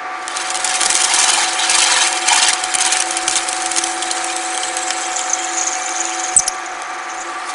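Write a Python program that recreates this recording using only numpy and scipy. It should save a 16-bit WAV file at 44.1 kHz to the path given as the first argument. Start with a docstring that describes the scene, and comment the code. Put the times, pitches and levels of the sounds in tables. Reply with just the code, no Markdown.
"""Workshop: a drill press bores a steel plate, heard close up. The drive is a set of spindle-locked tones and
a rattle that partly repeats each turn; its pitch sags under the feed. The two lips dig in and snap off chips, made
as shaped noise and ringing modes, then cut more evenly while the flutes rub and chirp in the hole as narrow noise.
The bit sticks and squeaks in brief tones, once sharply with a click. Chips land, walls echo, and a low rumble
of shaped noise follows the steady chip hiss."""
import sys
import numpy as np
from scipy import signal
from scipy.fft import rfft, irfft, next_fast_len
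from scipy.io import wavfile
from scipy.ndimage import uniform_filter1d, map_coordinates

SR = 44100
rng = np.random.default_rng(int(sys.argv[2]) if len(sys.argv) > 2 else 0)


def wav_out(sig):
    """Save sig, one row per channel (or a flat mono array), as 16-bit PCM at SR to the path in sys.argv[1]."""
    wavfile.write(sys.argv[1], SR, np.round(np.clip(np.atleast_2d(sig).T, -1, 1) * 32767).astype(np.int16))


N = 332734
TOP_HZ = 11050  # upper band limit

# Feed pressure. Each row: time in seconds, pressure 0-1.
FEED = [(0, 0.04), (.35, 0.02), (1, 0.3), (2.3, .47), (3, 0.64), (4.3, 1), (6.3, 0.91), (6.5, 0.03),
        (7.54, 0.04)]
# Drive tones. Each row: cycles per spindle turn (rounded when used), level in dB against the whine level,
# gain in dB at full feed.
DRIVE_TONES = [(34, -13.5, 4.5), (38, -39, 8), (45, -23.5, -2.5), (52, -17, 8), (54, -13, -6),
               (70.07, -16.5, 0), (71.36, -7, -7.5), (74.52, 2, 0.5), (81.9, -17, -17), (85.8, -11, -5),
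               (88.6, -9, -6), (117, -3.5, -19), (119.6, -11, -9), (119.7, -14, -6), (126.1, -18, -4),
               (135.8, -12, 1), (167.2, -15, 2.5), (176, -20, 2.5), (195, -31, -4), (232.8, -11.5, -1)]
# Spectrum of the drive housing. Each row: frequency in Hz, relative density in dB per Hz.
HOUSING = [(150, -22.5), (215, -16), (290, -5), (350, -12), (430, -11.5), (540, 2.5), (630, -6.5),
           (760, 5.5), (1050, 0.5), (1300, 4.5), (2250, -1), (2800, -12), (6500, -22), (11000, -40)]
# Ringing of guard and head. Each row: frequency in Hz, width in Hz, relative level in dB.
GUARD_MODES = [(346.8, 13.4, 11), (532, 8.5, 7), (750, 20, 4), (860, 69, 0.5), (1173, 7.3, 7.5),
               (1353, 50, 12.5), (1640, 37, -23), (2290, 7, 4)]
# Steady cut: point enters, lips settle in, feed is eased. Each row: time in seconds, grinding level in dB,
# chip hiss level in dB, both before digs, lulls and trims.
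CUT = [(0, -59, -72), (.24, -42, -50), (.35, -29.5, -37.5), (.6, -30, -30), (.68, -26.5, -27),
       (.9, -24.5, -20.5), (1.24, -23.5, -20.5), (1.52, -25, -29.5), (2.15, -26.5, -30), (2.7, -28.5, -31),
       (3.75, -31.5, -28), (4.9, -32, -34.5), (6.33, -33, -36), (6.52, -41.5, -47), (6.9, -41.5, -50),
       (7.42, -40, -49), (7.54, -38, -33.5)]
# The bit digs in. Each row: start in seconds, length in seconds, grinding gain in dB, hiss gain in dB.
DIGS = [(1.08, 0.34, 3.5, 2), (1.58, .095, 4, 2.5), (1.692, 0.38, 7.5, 9), (2.13, .045, 3, 5),
        (2.255, 0.24, 10.5, 10), (2.789, 0.18, 7, 5.5), (3.27, 0.12, 4.5, 2.5)]
# Wandering spot where the lips bite hardest. Each row: time in seconds, lag in half turns.
BITE_LAG = [(.25, 1.5), (.55, 1.08), (.9, 1.06), (1.22, .9), (1.48, .56), (1.72, .78), (1.92, .3),
            (2.3, .3), (2.55, .52), (2.95, 1.05), (3.45, 1.2), (3.7, .97)]
# Spectrum of grinding. 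Each row: frequency in Hz, relative density in dB per Hz.
GRIND = [(200, -49), (450, -35), (700, -7), (1100, -7.5), (1700, -8.5), (2500, -4.5), (3600, -1.5),
         (5000, -3.5), (7000, -5.5), (10000, -12.5)]
# Spectrum of tearing chips. Each row: frequency in Hz, relative density in dB per Hz.
CHIP = [(100, -22), (300, -17), (700, -17), (2000, -10.5), (4500, -7), (6500, -1.5), (8000, -1.5),
        (9500, -1), (11000, -11.5)]
# Modes of plate, vice and bit. Each row: frequency in Hz, width in Hz, relative level in dB.
STEEL_MODES = [(840, 105, 2.5), (947, 50, 4.5), (1425, 100, 0), (1670, 35, 5), (1782, 60, 3), (2142, 69, 1),
               (2390, 81, 3.5), (2690, 61, 2.5), (3142, 154, 3), (3830, 110, -2), (4123, 126, 0),
               (4790, 66, -2.5), (6300, 146, -2), (7740, 110, 0), (9430, 110, -2)]
# Loudest chips breaking. Each row: start in seconds, level in dB, hold in seconds.
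SNAPS = [(0.28, -14.5, 0.0014), (0.3705, -11, 0.00067), (.5025, -12.5, .0016), (0.545, -16.5, .0025),
         (.556, -16.5, .0023), (.573, -14, .001), (.645, -13, 0.0068), (0.676, -10, .001),
         (0.741, -13, 0.0015), (.808, -14.5, .008), (0.833, -7.5, .0018), (0.857, -12, 0.0051),
         (.901, -10.5, 0.0055), (0.928, -10, .0014), (.952, -9.5, 0.0062), (0.975, -16, 0.0018),
         (1.022, -9, 0.0022), (1.035, -12, 0.015), (1.136, -12, 0.011), (1.188, -12, 0.014),
         (1.696, -15, 0.02), (1.751, -13, 0.012), (1.819, -10, .002), (1.922, -18, 0.0069),
         (2.074, -13, 0.0034), (2.128, -9.5, 0.0011), (2.284, -8.5, .004), (2.33, -13, .003),
         (2.36, -10, 0.005), (2.484, -11, 0.0064), (2.531, -12, .007), (2.638, -13.5, .004),
         (2.74, -10.5, 0.0021), (2.748, -11.5, 0.01), (2.785, -12, .0025), (2.804, -14.5, 0.02),
         (2.85, -13, 0.0041), (2.922, -13, 0.015), (2.97, -12.5, .003), (3.001, -11.5, 0.0059),
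         (3.023, -13, .003), (3.108, -14, 0.0036), (3.169, -11, 0.0027), (3.279, -10.5, 0.0068),
         (3.296, -14, .002), (3.31, -15.5, .004), (3.356, -13.5, 0.021), (3.485, -17.5, .01),
         (3.529, -14.5, .0012), (3.622, -14.5, .001), (3.66, -14, .0028), (3.716, -11.5, .0016),
         (3.763, -11, .0015), (3.772, -15, 0.022), (3.838, -11.5, 0.004), (4.023, -18, 0.0068),
         (4.112, -12.5, 0.0037), (4.244, -15, 0.0031), (4.364, -14, .0015), (4.576, -14, 0.0022),
         (4.768, -15, .004), (4.9057, -11.5, 0.0025), (5.192, -16.5, 0.0027), (5.892, -15, .0006),
         (6.3655, -14, 0.0022), (6.478, -14, 0.0015), (6.82, -21, 0.0011)]
# Chips landing on the plate. Each row: start in seconds, ring level in dB.
LANDINGS = [(3.602, -23), (3.762, -34), (3.785, -23), (4.024, -22), (4.104, -24), (4.17, -26),
            (4.301, -21.5), (4.545, -26), (4.632, -20), (4.768, -28), (4.907, -20), (5.04, -30),
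            (5.192, -22), (5.378, -29)]
# Flutes rubbing in the hole. Each row: time in seconds, centre pitch in Hz, level in dB before the trim.
RUB = [(2.8, 7670, -50), (3.7, 7770, -37), (4.45, 8120, -27.5), (4.95, 7815, -25), (5.25, 7160, -28),
       (5.7, 6686, -24), (6.35, 6560, -26), (6.6, 6320, -37), (6.95, 6244, -43), (7.22, 6800, -35.5),
       (7.42, 8555, -48)]
# The bit sticks and slips. Each row: start in seconds, level in dB, hold in seconds, settled pitch in Hz,
# roughness 0-1.
SQUEAKS = [(5.048, -24.5, .015, 6250, .6), (5.296, -18.5, .006, 6400, .7), (5.332, -7, 0.0046, 6180, 0.36),
           (5.586, -16, .0015, 6460, .9), (5.61, -16, .004, 6390, .7), (5.667, -15.5, 0.014, 6480, 0.7),
           (6.003, -17.5, .0015, 6600, .8), (6.196, -20, .006, 6630, .8), (6.238, -15, 0.0025, 6660, .7),
           (6.3644, 5, 0.015, 8030, 0.37), (6.387, -7.5, 0.012, 6070, 0.77),
           (6.391, -10, 0.0043, 9430, 0.7), (6.463, -24, 0.01, 7300, 1), (6.479, -6.5, 0.0027, 5610, 0.8),
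           (6.4792, -8.5, 0.0014, 9900, 0.9), (6.658, -27, .006, 6400, 0.93), (7.092, -33, 0.03, 6300, .9),
           (7.204, -28, .018, 6900, 1)]
# The work jolts in the vice. Each row: start in seconds, level in dB, hold in seconds.
JOLTS = [(1.7, -47, .03), (1.77, -49, .025), (2.738, -44, 0.025), (3.28, -41, .022), (5.993, -45, .015),
         (6.358, -31, 0.036), (6.472, -40, 0.012)]
# Spectrum of rumble and thumps. Each row: frequency in Hz, relative density in dB per Hz.
RUMBLE = [(20, 2), (50, -2), (90, -6.5), (130, -2), (180, -6), (300, -14), (800, -36.5)]
# Echo decay of the walls. Each row: frequency in Hz, 60 dB decay time in seconds.
WALLS = [(200, 0.19), (2000, 0.22), (10000, 0.12)]

WHINE_ORDER = 75  # whine cycles per spindle turn
IDLE_HZ, SAG_HZ = 746.5, 2.6  # free-running whine; its drop at full feed
IDLE_DB, LOADED_DB = -33.5, -26.5  # whine level, free and loaded
SEATED_FEED = 0.13  # feed that takes up the play
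RATTLE_DB, SHAKEN_DB = -28, -4.5  # drive's own rattle; rattle from the cut, against the steady grinding level
DIG_ATTACK_S, DIG_RELEASE_S = 0.01, 0.023
LULL_DB, LULL_S = -1.5, 0.038  # hiss sinks while a big chip curls, just before it breaks
# Small chips: chance per lip pass, share of it removed at full feed, level over untrimmed hiss, typical hold.
BREAK_CHANCE, BREAK_CALM, BREAK_DB, BREAK_S = 0.8, 0.68, 5, 0.0032
RUB_FADE_DB_PER_S = 30  # fade-in as the flutes first reach the wall
CHIRPS_PER_S, CHIRP_AT_S = 21.28, 6.15  # pace of rubbing strokes; middle of one
STROKE_DB, STROKE_SCATTER_DB = 4.5, 1.8  # swell of each stroke; slow scatter in level
OVERSHOOT, SETTLE_S = 0.2, 0.0015  # squeak starts sharp by this share of its pitch; settling time


def amp(db):
    """Decibels to gain."""
    return 10 ** (np.asarray(db) / 20)


def unit(x):
    """Scale to rms 1."""
    return x / np.sqrt(np.mean(x ** 2) + 1e-20)


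def along(points, hz):
    """Interpolate (Hz, value) points on a log frequency axis."""
    f, v = np.transpose(points)
    return np.interp(np.log(hz + 1), np.log(f), v)


def curves(rows):
    """One value per sample for each column after the time."""
    s, *cols = np.transpose(rows)
    return [np.interp(np.arange(N) / SR, s, c) for c in cols]


def wobble(rate_hz):
    """Smooth random curve, rate_hz knots a second."""
    knots = rng.standard_normal(int(N * rate_hz / SR) + 4)
    return map_coordinates(knots, [np.arange(N) * rate_hz / SR])


def filtered(x, response):
    """Apply a frequency response scaled to keep the power of white noise."""
    m = next_fast_len(N + SR // 2)
    h = response(np.fft.rfftfreq(m, 1 / SR))
    h = h / np.sqrt(np.mean(np.abs(h) ** 2))
    return irfft(rfft(x, m) * h, m)[..., :N]


def coloured(x, spectrum):
    """Shape x by (Hz, dB) points, closed above TOP_HZ."""
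    return filtered(x, lambda hz: amp(along(spectrum, hz)) * (hz < TOP_HZ))


def ringing(x, modes):
    """Pass x through parallel resonances of alternating sign."""
    def response(f):
        total = 0
        for k, (centre_hz, width_hz, db) in enumerate(modes):
            damping = 1j * f * width_hz
            total = total + (-1) ** k * amp(db) * damping / (centre_hz ** 2 - f * f + damping)
        return total
    return filtered(x, response)


def burst(t, hold_s, rise_s, t60_s):
    """Envelope that rises, holds and dies away."""
    return (1 - np.exp(-t / rise_s)) * amp(-60 * np.maximum(t - hold_s, 0) / t60_s)


def impulses(per_s, scatter_db):
    """Single ticks at random moments and of uneven size; rms 1."""
    luck, size = rng.random(N), rng.standard_normal(N)
    return unit((luck < per_s / SR) * amp(scatter_db * np.clip(size, -2, 1.5)))


def friction(pitch_hz, width_hz):
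    """A randomly driven ring: narrow noise around a steady or moving pitch; rms 1."""
    sos = signal.butter(2, width_hz / 2, fs=SR, output="sos")
    jitter = signal.sosfilt(sos, rng.standard_normal((2, len(pitch_hz))))
    phase = 2 * np.pi * np.cumsum(pitch_hz) / SR
    return unit(jitter[0] * np.cos(phase) + jitter[1] * np.sin(phase))


def patchy(x, depth_db, size=512):
    """Give x short-lived louder and softer patches, a few hundred Hz wide."""
    z = signal.stft(x, nperseg=size)[2]
    field = uniform_filter1d(rng.standard_normal(z.shape), size=3, axis=0)
    field = unit(uniform_filter1d(field, size=4, axis=1))
    return signal.istft(z * unit(amp(depth_db * field)), nperseg=size)[1][:N]


def drive(turns, whine_db, repeat_share=0.44, repeat_hz=650, guard_db=-5, dip_db=-6, waver_db=0.2,
          unsteady=0.19, sing_db=-36):
    """The drive's surfaces meet the same way at every turn: tones and a partly looping rattle."""
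    size = 16384
    pattern = unit(signal.resample(rng.standard_normal(size=4096), size))
    looped = np.interp(turns % 1, np.arange(size) / size, pattern)
    # only the fine rattle repeats; the low drone does not
    looped = signal.sosfilt(signal.butter(4, repeat_hz, "high", fs=SR, output="sos"), looped)
    force = np.sqrt(repeat_share) * looped + np.sqrt(1 - repeat_share) * rng.standard_normal(N)
    housing = unit(coloured(force, HOUSING))
    guard = unit(ringing(force, GUARD_MODES))
    rattle = unit(housing + amp(guard_db) * guard)

    feed, tones = curves(FEED)[0], np.zeros(N)
    for order, db, load_db in DRIVE_TONES:
        phase = 2 * np.pi * (round(order) * turns + rng.random()) + 0.1 * wobble(8)
        # weaker tones swell and fade more
        drift_db = waver_db * wobble(12) + unsteady * db * wobble(5)
        tones += amp(db + feed * load_db + drift_db) * np.sin(phase)
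    # load slackens briefly once a turn
    slack = np.exp(5 * (np.cos(2 * np.pi * turns) - 1))
    # loose guard sings while the spindle runs free; the feed damps it
    singing = amp(sing_db + 3.3 * wobble(8) - 10 * feed) * friction(np.full(N, 1165), width_hz=22.4)
    # the cut shakes the housing
    rattle_level = np.hypot(amp(RATTLE_DB), amp(SHAKEN_DB + curves(CUT)[0]))
    return singing + rattle_level * rattle + amp(whine_db + dip_db * slack) * tones


def lip_pass(turns):
    """Count lip passes, two per turn: a whole number at each hardest bite."""
    return 2 * turns - curves(BITE_LAG)[0]


def cut_levels():
    """Grinding and hiss in dB: steady cut, raised by digs, easing before a big chip breaks."""
    grind_db, hiss_db = curves(CUT)
    t = np.arange(N) / SR
    for s, length_s, more_grind_db, more_hiss_db in DIGS:
        rise = 1 - np.exp(-np.maximum(t - s, 0) / DIG_ATTACK_S)
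        depth = rise * np.exp(-np.maximum(t - s - length_s, 0) / DIG_RELEASE_S)
        grind_db = grind_db + more_grind_db * depth
        hiss_db = hiss_db + more_hiss_db * depth
    breaks = np.append(np.sort([row[0] for row in SNAPS]), np.inf)
    wait_s = breaks[np.searchsorted(breaks, t)] - t
    lull_db = LULL_DB * np.exp(-wait_s / LULL_S)
    return grind_db + lull_db / 2, hiss_db + lull_db


def swarf(count=3200, pitch_hz=2900, spread=0.5, scatter_db=3.0):
    """Curls of swarf tick dryly, each at its own pitch; rms 1."""
    t, out = np.arange(SR // 32) / SR, np.zeros(N + SR)
    tick = burst(t, 0, rise_s=0.0003, t60_s=0.02)
    starts = rng.integers(0, N, count)
    for at, (pitch, loudness) in zip(starts, rng.standard_normal((count, 2))):
        hz = pitch_hz * np.exp(spread * pitch)
        if hz < TOP_HZ:
            out[at:at + len(t)] += amp(scatter_db * loudness) * tick * np.sin(2 * np.pi * hz * t)
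    return unit(out[:N])


def cutting(turns, lip_db=3.5, uneven_db=2.0, calm=0.58, splinters_per_s=110, splinter_db=-9,
            splinter_scatter_db=4, grain_db=3.5, tear_db=4.0, run_db=3.5, shift_db=2.5, wander=0.012,
            grind_db=-1, ring_db=-2, swarf_db=-3, hiss_db=2, chatter=0.13, chatter_from_db=-33.5):
    """Each of the two lips tears the steel in tiny fractures that shake the plate."""
    grind_level_db, hiss_level_db = cut_levels()
    # the bite evens out under firm feed
    evening = 1 - calm * curves(FEED)[0]
    bite_db = (lip_db * np.cos(2 * np.pi * lip_pass(turns)) + uneven_db * wobble(60)) * evening
    fractures = unit(rng.standard_normal(N) * amp(grain_db * wobble(900)))
    # the chip's edge tears in sharper cracks, in short runs
    crack_db = (tear_db * wobble(1100) + run_db * wobble(220)) * evening
    tearing = unit(rng.standard_normal(N) * amp(crack_db))
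    # splinters fly off with single ticks
    tearing = unit(tearing + amp(splinter_db) * impulses(splinters_per_s, splinter_scatter_db))
    # as the contact moves round the hole, different modes lead and drift a little
    modes = np.zeros(N)
    for hz, width_hz, db in STEEL_MODES:
        level = amp(db + shift_db * wobble(28)) * np.sqrt(width_hz)
        modes += level * friction(hz * (1 + wander * wobble(7)), width_hz)
    # a heavy cut feeds the modes back, so they grow faster than the grinding
    mode_db = ring_db + chatter * (grind_level_db - chatter_from_db)
    body = amp(grind_db) * coloured(fractures, GRIND) + amp(mode_db) * unit(modes) + amp(swarf_db) * swarf()
    hiss = coloured(amp(hiss_level_db + hiss_db + bite_db) * tearing, CHIP)
    return amp(grind_level_db + 0.58 * bite_db) * body + hiss


def small_snaps(turns, scatter_db=2.0, length_spread=0.42, stray=0.2):
    """Any lip bite may break a chip, less often under firm feed: rows (s, level dB, hold s)."""
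    lips = lip_pass(turns)
    passes = np.arange(int(lips[-1]) - 1)
    luck = rng.random(len(passes))
    place, loudness, stretch = rng.standard_normal((len(passes), 3)).T
    at = np.minimum(np.searchsorted(lips, passes + stray * place), N - 1)
    level_db = cut_levels()[1][at] + BREAK_DB + scatter_db * loudness
    rows = np.column_stack([at / SR, level_db, BREAK_S * np.exp(length_spread * stretch)])
    return rows[luck < BREAK_CHANCE * (1 - BREAK_CALM * curves(FEED)[0][at])]


def chips(turns, crackle_db=3.5, ring_db=-12, colour_db=2.5):
    """A chip breaks in a short run of cracks of its own colour; plate and bit ring after it."""
    size = 4096
    snaps, t = np.zeros(N + SR), np.arange(size) / SR
    cracks = coloured(rng.standard_normal(N) * amp(crackle_db * wobble(700)), CHIP)
    for s, db, hold_s in [*SNAPS, *small_snaps(turns)]:
        at = round(s * SR)
        colour = amp(colour_db * signal.resample(rng.standard_normal(size=36), size // 2 + 1))
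        shape = burst(t, hold_s, rise_s=0.0001, t60_s=0.007)
        snap = shape * irfft(rfft(cracks[at:at + size], size) * colour)
        snaps[at:at + size] += amp(db) * snap * np.linalg.norm(shape) / np.linalg.norm(snap)
    return snaps[:N] + amp(ring_db) * ringing(snaps[:N], STEEL_MODES)


def flutes(uneven_db=2.5, rub_db=-1.0, glide_hz=120, swing_hz=200, bit_db=-7, slips_per_s=170,
           slip_db=-5.0, slip_scatter_db=4, slip_t60_s=0.0078):
    """The flutes chirp on the hole wall about twice a turn, in tiny slips, and make the bit sing."""
    pitch_hz, level_db = curves(RUB)
    t = np.arange(N) / SR
    level_db = level_db - RUB_FADE_DB_PER_S * np.maximum(RUB[0][0] - t, 0)
    stroke = 2 * np.pi * CHIRPS_PER_S * (t - CHIRP_AT_S)
    slip_decay = amp(-60 * t[:SR // 50] / slip_t60_s)
    slips = unit(signal.fftconvolve(impulses(slips_per_s, slip_scatter_db), slip_decay)[:N])
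    swell = amp(STROKE_DB * np.cos(stroke) + STROKE_SCATTER_DB * wobble(18))
    grip = unit(amp(uneven_db * wobble(420))) + amp(slip_db) * slips
    pressure = unit(swell * grip)
    # each chirp slides down as its flute passes
    scrape = friction(pitch_hz - glide_hz * np.sin(stroke) + swing_hz * wobble(120), width_hz=820)
    singing = friction(np.full(N, 6300), width_hz=640)
    return amp(level_db + rub_db) * pressure * (scrape + amp(bit_db) * singing)


def squeaks():
    """When the bit catches, the rubbing locks into a brief tone that starts sharp and settles."""
    out, t = np.zeros(N + SR), np.arange(SR // 10) / SR
    for s, db, hold_s, hz, rough in SQUEAKS:
        pitch_hz = hz * (1 + OVERSHOOT * np.exp(-t / SETTLE_S))
        tone = np.sqrt(2 * (1 - rough ** 2)) * np.sin(2 * np.pi * np.cumsum(pitch_hz) / SR)
        voice = tone + rough * friction(pitch_hz, width_hz=1100)
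        at = round(s * SR)
        out[at:at + len(t)] += amp(db) * burst(t, hold_s, rise_s=0.00087, t60_s=0.022) * voice
    return out[:N]


def landings(pitch_hz=3150, width_hz=380, t60_s=0.049, tick_db=1, tick_t60_s=0.02):
    """A flung chip drops on the plate with a dry tick and rings its main mode."""
    t = np.arange(N) / SR
    rings, ticks = np.zeros(N), np.zeros(N)
    for s, db in LANDINGS:
        since_s = np.maximum(t - s, 0)
        rings += amp(db) * burst(since_s, 0.0014, rise_s=0.00056, t60_s=t60_s)
        ticks += amp(db) * burst(since_s, 0.0011, rise_s=0.0001, t60_s=tick_t60_s)
    dry_ticks = ticks * coloured(rng.standard_normal(N), GRIND)
    return rings * friction(np.full(N, pitch_hz), width_hz) + amp(tick_db) * dry_ticks


def rumble(floor_db=-60.5, follow_db=-27, lumpy_db=2.5, dip_db=4.0, side_db=-3):
    """A low, uneven rumble rises and falls with the steady chip hiss, with thumps at the jolts; stereo."""
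    hiss_db, t = curves(CUT)[1], np.arange(N) / SR
    level = np.hypot(amp(floor_db), amp(follow_db + hiss_db)) * amp(lumpy_db * wobble(15))
    # the low rumble level drops briefly at random moments
    level = level * amp(-dip_db * np.maximum(wobble(14), 0) ** 2)
    thumps = np.zeros(N)
    for s, db, hold_s in JOLTS:
        thumps += amp(db) * burst(np.maximum(t - s, 0), hold_s, rise_s=0.0024, t60_s=0.046)
    mid, side = coloured(rng.standard_normal((2, N)), RUMBLE)
    side = amp(side_db) * side
    return (level + thumps) * np.array([mid + side, mid - side])


def workshop(x):
    """The walls answer 5 ms late with a noise tail; each frequency dies at its own speed."""
    hz, t, z = signal.stft(rng.standard_normal(SR // 2), SR, nperseg=256)
    decay = amp(-60 * t / along(WALLS, hz)[:, None])
    tail = signal.istft(z * decay, SR, nperseg=256)[1]
    return signal.fftconvolve(np.pad(x, (SR // 200, 0)), tail / np.linalg.norm(tail))[:N]


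def scene(echo_db=-24, cut_patches_db=2.5, rub_patches_db=3.0, lowest_hz=205):
    """Feed slows the spindle and loads the drive; the turning paces drive and cut; press is in the middle."""
    feed = curves(FEED)[0]
    turns = np.cumsum((IDLE_HZ - SAG_HZ * feed) / WHINE_ORDER) / SR
    whine_db = IDLE_DB + (LOADED_DB - IDLE_DB) * np.tanh(feed / SEATED_FEED)
    press = drive(turns, whine_db)
    press = press + patchy(cutting(turns), cut_patches_db) + chips(turns)
    press = press + patchy(flutes(), rub_patches_db) + squeaks() + landings()
    # high-pass the press; the separate rumble layer fills the low end
    press = signal.sosfilt(signal.butter(6, lowest_hz, "high", fs=SR, output="sos"), press)
    return press + amp(echo_db) * workshop(press) + rumble()


def record(dry, ceiling=1.0, release_s=0.014):
    """A limiter ducks at loud peaks and recovers; then clipping and a steep low-pass."""
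    over = np.log(np.maximum(np.abs(dry).max(axis=0) / ceiling, 1))
    fall = np.arange(N) / SR / release_s
    # peak hold of the log excess with exponential release
    held = np.exp(np.maximum.accumulate(np.log(over + 1e-9) + fall) - fall)
    limited = np.clip(dry * np.exp(-uniform_filter1d(held, size=64)), -1, 1)
    hz = np.fft.rfftfreq(N, 1 / SR)
    return irfft(rfft(limited) / np.sqrt(1 + (hz / TOP_HZ) ** 200), N)


dry = scene()
out = record(dry)
wav_out(out)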